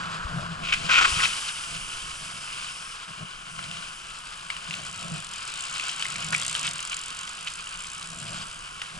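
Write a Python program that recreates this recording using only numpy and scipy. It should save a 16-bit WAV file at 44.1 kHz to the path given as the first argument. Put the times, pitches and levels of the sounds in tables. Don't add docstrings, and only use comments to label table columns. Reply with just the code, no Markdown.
import sys
import numpy as np
from scipy import signal
from scipy.fft import rfft, irfft, next_fast_len
from scipy.io import wavfile

SR = 44100
rng = np.random.default_rng(int(sys.argv[2]) if len(sys.argv) > 2 else 0)


def generate_wav(signal):
    frames = np.transpose(np.atleast_2d(signal))
    scaled = np.clip(frames, -1, 1) * 32767
    pcm = np.round(scaled).astype(np.int16)
    wavfile.write(sys.argv[1], SR, pcm)


N = 396459
T = np.arange(N) / SR

# time when nearest in seconds, nearest distance in m, speed in m/s.
FIRST_BIKE = (1.14, 1.24, 8.5)
SECOND_BIKE = (6.14, 1.495, 2.116)


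def tyres(first_db=-32, second_db=-40, far_roll_db=-47.5, far_crunch_db=-48.5, far_spray_db=-54.5):
    # frequency in Hz, relative level in dB.
    roll_spectrum = [(300, -17), (600, -16), (850, -11), (1100, -1), (1500, 0.5), (1900, -13),
                     (3000, -38.5)]
    crunch_spectrum = [(900, -21.5), (1900, -13), (2450, 0), (3050, 2), (3700, -7), (6000, -27.5)]
    spray_spectrum = [(2000, -19.5), (3700, 2), (5100, 6.5), (5700, -1.5), (7300, 1), (9000, -3.5),
                      (9700, -16), (10500, -23), (12000, -33)]
    # centre in seconds, load in dB, half length in seconds.
    bites = [(0.087, -33.5, 0.5), (2.086, -46, 0.4), (2.61, -44, 0.35), (3.817, -50, .2), (5.84, -40, 0.12),
             (6.6, -39.5, 0.089), (8.375, -43.5, 0.15)]
    passes = [undb(first_db) * nearness(FIRST_BIKE), undb(second_db) * nearness(SECOND_BIKE)]
    load = np.linalg.norm(passes + [swell(*bite) for bite in bites], axis=0)
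    shaded = load * head_shade()
    bumps = walk(per_s=45)
    roll_gain = np.hypot(load * undb(-3.5), undb(far_roll_db)) * undb(0.83 * bumps)
    crunch_gain = np.hypot(shaded * undb(0.53), undb(far_crunch_db)) * undb(1.33 * bumps)
    spray_gain = np.hypot(shaded * undb(-1.4), undb(far_spray_db)) * undb(2.0 * bumps)
    roll = colour(clicks(per_s=5000, spread_db=2.5), roll_spectrum)
    crunch = colour(clicks(per_s=4000, spread_db=2.0), crunch_spectrum)
    spray = colour(clicks(per_s=9000, spread_db=3.5), spray_spectrum)
    return roll * roll_gain + crunch * crunch_gain + spray * spray_gain


def tyre_scrubs(slip_db=1.5, judder_db=1.9, edge_s=0.004, margin_s=0.02):
    # start in seconds, length in seconds, level in dB, centre in Hz, width in Hz.
    scrubs = [(0.635, 0.074, -33.5, 2740, 1300), (.726, 0.017, -20, 2390, 800),
              (0.892, 0.018, -22, 1700, 1300), (0.916, .059, -17.5, 2410, 1100),
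              (0.981, 0.052, -16.5, 1970, 1400), (1.046, 0.011, -20, 1710, 1300),
              (1.193, 0.041, -27, 1900, 1700), (1.233, 0.022, -23, 3140, 2030),
              (1.482, 0.0087, -29.5, 3550, 1700), (6.327, 0.017, -28, 2040, 1700),
              (6.638, 0.047, -30.5, 3040, 1700), (6.917, 0.016, -30.5, 2950, 1700),
              (7.471, 0.013, -33.5, 2900, 1300)]
    # frequency in Hz, relative level in dB.
    grind_spectrum = [(300, -1), (750, -9), (1100, 4), (1500, 0), (1900, -13), (2500, -8), (3200, -8.5),
                      (4000, -5), (7000, -3), (10500, -16)]
    slips = clicks(per_s=7000, spread_db=0) * undb(slip_db * np.minimum(walk(per_s=380), 1))
    skid = (colour(slips, grind_spectrum) + chain_chatter()) * undb(judder_db * walk(per_s=78))
    out = np.zeros(N)
    for start, length, db, hz, width_hz in scrubs:
        span = slice(int((start - margin_s) * SR), int((start + length + margin_s) * SR))
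        outside_s = np.maximum(np.maximum(start - T[span], T[span] - start - length), 0)
        out[span] += undb(db) * unit(band(skid[span], hz, width_hz)) * np.exp(-outside_s / edge_s)
    return out


def chain_chatter(typical_per_s=260, scatter_db=1.5):
    # frequency in Hz, width in Hz, gain in dB.
    frame_modes = [(1434, 150, 5.5), (1890, 150, -5.5), (2476, 440, 1.5), (3020, 390, -5)]
    gap, strength = rng.standard_normal((8192, 2)).T
    at = (np.cumsum(np.exp(gap / 2)) * SR / typical_per_s).astype(int)
    hits = np.zeros(N)
    hits[at[at < N]] = undb(scatter_db * strength[at < N])
    return unit(ring(hits, frame_modes))


def fast_freehub(blur_hz=420, overtone=1.68, falloff=0.58, steady_db=-49.5, rise_s=0.025, fall_s=0.055):
    # start in seconds, end in seconds, level at the nearest point in dB.
    coasts = [(1.07, 2.99, -32), (3.48, 4.05, -33.5)]
    # frequency in Hz, width in Hz, gain in dB.
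    whirr_modes = [(3010, 370, 5), (5130, 170, 2.5), (5980, 1400, 0.5), (8150, 1700, 1.5), (9830, 240, -8)]
    # time in seconds, lower pitch in Hz, level in dB.
    whine_track = [(1.9, 4920, -75), (2.42, 5140, -48), (2.6, 5080, -50), (2.78, 5290, -45),
                   (2.92, 5220, -47), (3.0, 5200, -75)]
    coasting = sum(undb(db) * np.clip(np.minimum((T - start) / rise_s, (end - T) / fall_s), 0, 1)
                   for start, end, db in coasts)
    whirr_gain = np.hypot(coasting * nearness(FIRST_BIKE) ** falloff, undb(steady_db) * head_shade())
    whine_hz, whine_db = curves(whine_track)
    phase = 2 * np.pi * np.cumsum(whine_hz) / SR
    whine = walk(blur_hz) * np.sin(phase) + walk(blur_hz * overtone) * np.sin(overtone * phase)
    whirr = unit(ring(clicks(per_s=6000, spread_db=0.5), whirr_modes))
    return whirr * whirr_gain + whine * undb(whine_db)


def slow_freehub(strike_db=15, snap_s=0.0022, tail_db=-12, tail_s=0.005, scatter_db=1.6):
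    # time in seconds, clicks per second.
    pawl_rate = [(4.0, 58.5), (4.3, 59.3), (4.55, 48.8), (4.9, 65.5), (5.2, 46), (5.47, 41.5), (5.6, 63.5),
                 (5.76, 73), (6.2, 46.9), (6.33, 52), (6.48, 64), (6.6, 58.3), (6.72, 43), (7.0, 42.8),
                 (7.8, 62.8), (8.0, 63.3), (8.3, 78.5), (8.7, 56.2)]
    # time in seconds, level in dB.
    pawl_level = [(3.9, -70), (4.1, -50), (4.55, -51.5), (4.9, -43), (6.22, -38), (6.43, -32.5),
                  (7.05, -37.5), (7.35, -43), (8.2, -43), (8.85, -52)]
    # frequency in Hz, width in Hz, gain in dB.
    pawl_modes = [(3740, 720, -2), (5070, 2100, 4), (6480, 380, 6), (7370, 500, 10.5), (8050, 730, 4.5),
                  (9400, 300, -33)]
    per_s, = curves(pawl_rate)
    level_db, = curves(pawl_level)
    tooth, fraction = np.divmod(np.cumsum(per_s) / SR, 1)
    age_s = fraction / per_s
    strength = undb(scatter_db * rng.standard_normal(2048))[tooth.astype(int)]
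    strike = undb(strike_db) * np.diff(tooth, prepend=tooth[0])
    decay = np.exp(-age_s / snap_s) + undb(tail_db) * np.exp(-age_s / tail_s)
    shiver = decay * rng.choice([-1, 1], N)
    ticks = ring(strength * (strike + shiver), pawl_modes)
    return unit(ground_echo(ticks, distance_m(SECOND_BIKE))) * undb(level_db)


def chain_knocks(ring_s=0.0016, typical_db=-17, crack_s=0.0019, rattle_s=0.088, low_cut_hz=1000):
    # start in seconds, level in dB, ring frequency in Hz.
    hard_knocks = [(.7372, -11.5, 2600), (1.0535, -13, 1930), (1.2025, -14, 1960), (1.2355, -12.5, 2800),
                   (1.2555, -11.5, 2480), (3.591, -22, 1340), (3.6405, -27, 3680), (3.713, -23.5, 2800),
                   (4.502, -16.5, 2230), (4.709, -20.5, 2720), (4.7395, -18, 2730), (5.7975, -17.5, 2660),
                   (5.894, -18, 3170), (6.024, -15, 3070), (6.054, -19, 2080), (6.33, -16, 1780),
                   (6.348, -11, 2370), (6.423, -19, 3320), (6.551, -13, 3000), (6.6775, -18.5, 3000),
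                   (6.792, -22.5, 3000), (7.277, -25.5, 3140), (7.473, -20, 2950), (8.8174, -19, 2950),
                   (8.8196, -20.5, 1320)]
    blows = np.vstack([hard_knocks, chain_taps()])
    size = 8192
    age_s = np.arange(size) / SR
    rattle_gain = undb(-3) * np.exp(-age_s / crack_s) + undb(-18) * np.exp(-age_s / rattle_s)
    out = np.zeros(N + size)
    for start_s, db, hz in blows:
        decay_s = ring_s * undb(0.14 * (db - typical_db))
        tube = np.sin(2 * np.pi * hz * age_s) * np.exp(-age_s / decay_s)
        rattle = unit(band(rng.standard_normal(size), hz, width_hz=2600)) * rattle_gain
        at = int(start_s * SR)
        out[at:at + size] += undb(db) * (tube + rattle / 2)
    low_cut = signal.butter(2, low_cut_hz, "high", fs=SR, output="sos")
    return signal.sosfilt(low_cut, out[:N])


def chain_taps(count=14, from_s=3.5, nearest_db=-24, scatter_db=1.5, falloff=0.36, ring_hz=3060):
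    start_s = from_s + (T[-1] - from_s) * rng.random(count)
    strength, pitch = rng.standard_normal((count, 2)).T
    near = np.interp(start_s, T, nearness(SECOND_BIKE))
    db = nearest_db + scatter_db * strength + falloff * 20 * np.log10(near)
    return np.column_stack([start_s, db, ring_hz * np.exp(0.12 * pitch)])


def wind(breeze_db=-59):
    # centre in seconds, level in dB, half length in seconds.
    gusts = [(.076, -43.5, 0.14), (0.377, -35.5, 0.086), (.618, -42, 0.094), (0.852, -40.5, 0.081),
             (1.2, -46, 0.11), (1.744, -48.5, 0.085), (2.295, -52, .16), (3.099, -47.5, 0.016),
             (3.219, -41, 0.028), (3.673, -49, 0.15), (4.773, -45.5, 0.1), (5.095, -41, 0.1),
             (6.31, -43.3, 0.18), (6.663, -45.5, 0.087), (8.277, -43.5, 0.15), (8.966, -49, 0.054)]
    # centre in seconds, level in dB, pitch in Hz, half length in seconds.
    eddies = [(0.257, -22.5, 43, 0.0069), (.377, -21.5, 149, 0.012), (.52, -30, 164.4, 0.023),
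              (1.128, -25.5, 45, 0.0075), (1.172, -23.5, 65.5, 0.0031), (3.23, -33, 163, 0.012),
              (5.135, -29.5, 161, 0.018)]
    # time in seconds, relative level in dB.
    rumble_level = [(0, -54), (1.1, -46.5), (1.5, -59.5), (1.95, -50.5), (2.35, -60), (6.8, -61.5),
                    (8.99, -57)]
    # frequency in Hz, relative level in dB.
    drum_spectrum = [(50, -22), (100, -6.5), (135, -3.5), (168, 2), (205, -9.5), (300, -21.5), (450, -26),
                     (690, -12.5), (950, -38)]
    rumble_spectrum = [(15, -3.5), (33, 1.5), (55, -8), (100, -11.5), (250, -22), (600, -27.5), (1500, -53)]
    rumble_db, = curves(rumble_level)
    push = undb(breeze_db) + sum(swell(*gust) for gust in gusts)
    drum = colour(rng.standard_normal(N), drum_spectrum) * push
    rumble = colour(rng.standard_normal(N), rumble_spectrum) * undb(rumble_db + 4)
    out = drum + rumble
    for centre_s, db, hz, half_s in eddies:
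        span = np.abs(T - centre_s) < 4 * half_s
        lag_s = T[span] - centre_s
        out[span] += undb(db) * np.exp(-(lag_s / half_s) ** 2) * np.sin(2 * np.pi * hz * lag_s)
    return out


def mic_ports(x, stray_s=0.0092, size=2048):
    # frequency in Hz, phase lead of the left port in radians.
    left_lead = [(40, 0.091), (150, 0.63), (350, 1.2), (850, 1.75), (1400, 1.5), (2070, 1.4), (2580, 0.67),
                 (2900, 1.42), (5500, 0.23), (10000, 0.4)]
    # frequency in Hz, gain in dB.
    stray_spectrum = [(40, -15), (160, -17), (350, 0), (700, -2.5), (1200, -4.5), (2500, -8.5), (8000, -9)]
    n_fft = next_fast_len(N + size)
    hz = np.fft.rfftfreq(n_fft, 1 / SR)
    spectrum = rfft(x, n_fft)
    side = irfft(spectrum * 1j * np.tan(over_hz(left_lead, hz) / 2), n_fft)[:N]
    paths = rng.standard_normal((2, size)) * np.exp(-np.arange(size) / SR / stray_s)
    paths /= np.linalg.norm(paths, axis=1, keepdims=True)
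    strays = irfft(spectrum * undb(over_hz(stray_spectrum, hz)) * rfft(paths, n_fft), n_fft)[:, :N]
    turn_rad = 2 * np.pi * T + walk(per_s=2.1)
    side += strays[0] * np.cos(turn_rad) + strays[1] * np.sin(turn_rad)
    return np.array([x + side, x - side])


def ground_echo(x, range_m, hub_m=0.35, ear_m=1.7, echo_db=-7):
    extra_m = np.hypot(range_m, ear_m + hub_m) - np.hypot(range_m, ear_m - hub_m)
    return x + undb(echo_db) * np.interp(T - extra_m / 343, T, x)


def head_shade(depth_db=-11, clear_at_s=0.69, ramp_s=0.13):
    return undb(depth_db * np.clip((clear_at_s - T) / ramp_s, 0, 1))


def distance_m(bike):
    nearest_s, nearest_m, m_per_s = bike
    return np.hypot(nearest_m, m_per_s * (T - nearest_s))


def nearness(bike):
    return bike[1] / distance_m(bike)


def swell(centre_s, db, half_s):
    return undb(db) * np.exp(-np.minimum(((T - centre_s) / half_s) ** 2, 20))


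def clicks(per_s, spread_db):
    hit = rng.random(N) < per_s / SR
    strength = undb(spread_db * np.minimum(rng.exponential(size=N), 5))
    return unit(hit * strength * rng.choice([-1, 1], N))


def walk(per_s):
    steps = rng.standard_normal(4096)
    return unit(np.interp(T * per_s, np.arange(len(steps)), steps))


def colour(x, outline, size=4096):
    gain = undb(over_hz(outline, np.fft.rfftfreq(size, 1 / SR)))
    cepstrum = irfft(np.log(gain))
    cepstrum[1:size // 2] *= 2
    cepstrum[size // 2 + 1:] = 0
    impulse = irfft(np.exp(rfft(cepstrum)))
    return unit(signal.oaconvolve(x, impulse)[:len(x)])


def band(x, hz, width_hz):
    return signal.lfilter(*signal.iirpeak(min(hz, 0.45 * SR), hz / width_hz, fs=SR), x)


def ring(x, modes):
    return sum(undb(db) * band(x, hz, width_hz) for hz, width_hz, db in modes)


def curves(table):
    times_s, *columns = np.transpose(table)
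    return [np.interp(T, times_s, column) for column in columns]


def over_hz(points, at_hz):
    hz, value = np.transpose(points)
    return np.interp(np.log(at_hz + 1), np.log(hz), value)


def undb(db):
    return 10 ** (np.asarray(db) / 20)


def unit(x):
    return x / np.sqrt(np.mean(x ** 2) + 1e-18)


def scene():
    # frequency in Hz, width in Hz, gain in dB.
    case_modes = [(1081, 28, -6.5), (1293, 16, -13), (1328, 28, -8), (1460, 15, -11.5), (1680, 11, -3),
                  (1940, 7.3, -9), (2064, 57, -5), (2247, 29, -1), (2483, 13, -1.5), (2620, 24, -7),
                  (2940, 70, -10.5), (4660, 29, -16), (6599, 18, -16)]
    # time in seconds, left minus right in dB.
    bearing = [(0, 0.5), (.9, 3.5), (1.8, 0.2), (3.5, 2), (6.2, 1.7), (7.1, 0), (8.99, .6)]
    bikes = tyres() + fast_freehub() + slow_freehub() + tyre_scrubs() + chain_knocks()
    cased = undb(-1.5) * (bikes + ring(bikes, case_modes))
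    balance_db, = curves(bearing)
    pan = undb(np.array([balance_db, -balance_db]) / 2)
    return mic_ports(cased) * pan + mic_ports(wind())


def record(dry, ceiling=0.57, top_hz=10850):
    rounded = ceiling * np.tanh(dry / ceiling)
    return signal.sosfilt(signal.ellip(10, 0.2, 70, top_hz, fs=SR, output="sos"), rounded)


dry = scene()
out = record(dry)
generate_wav(out)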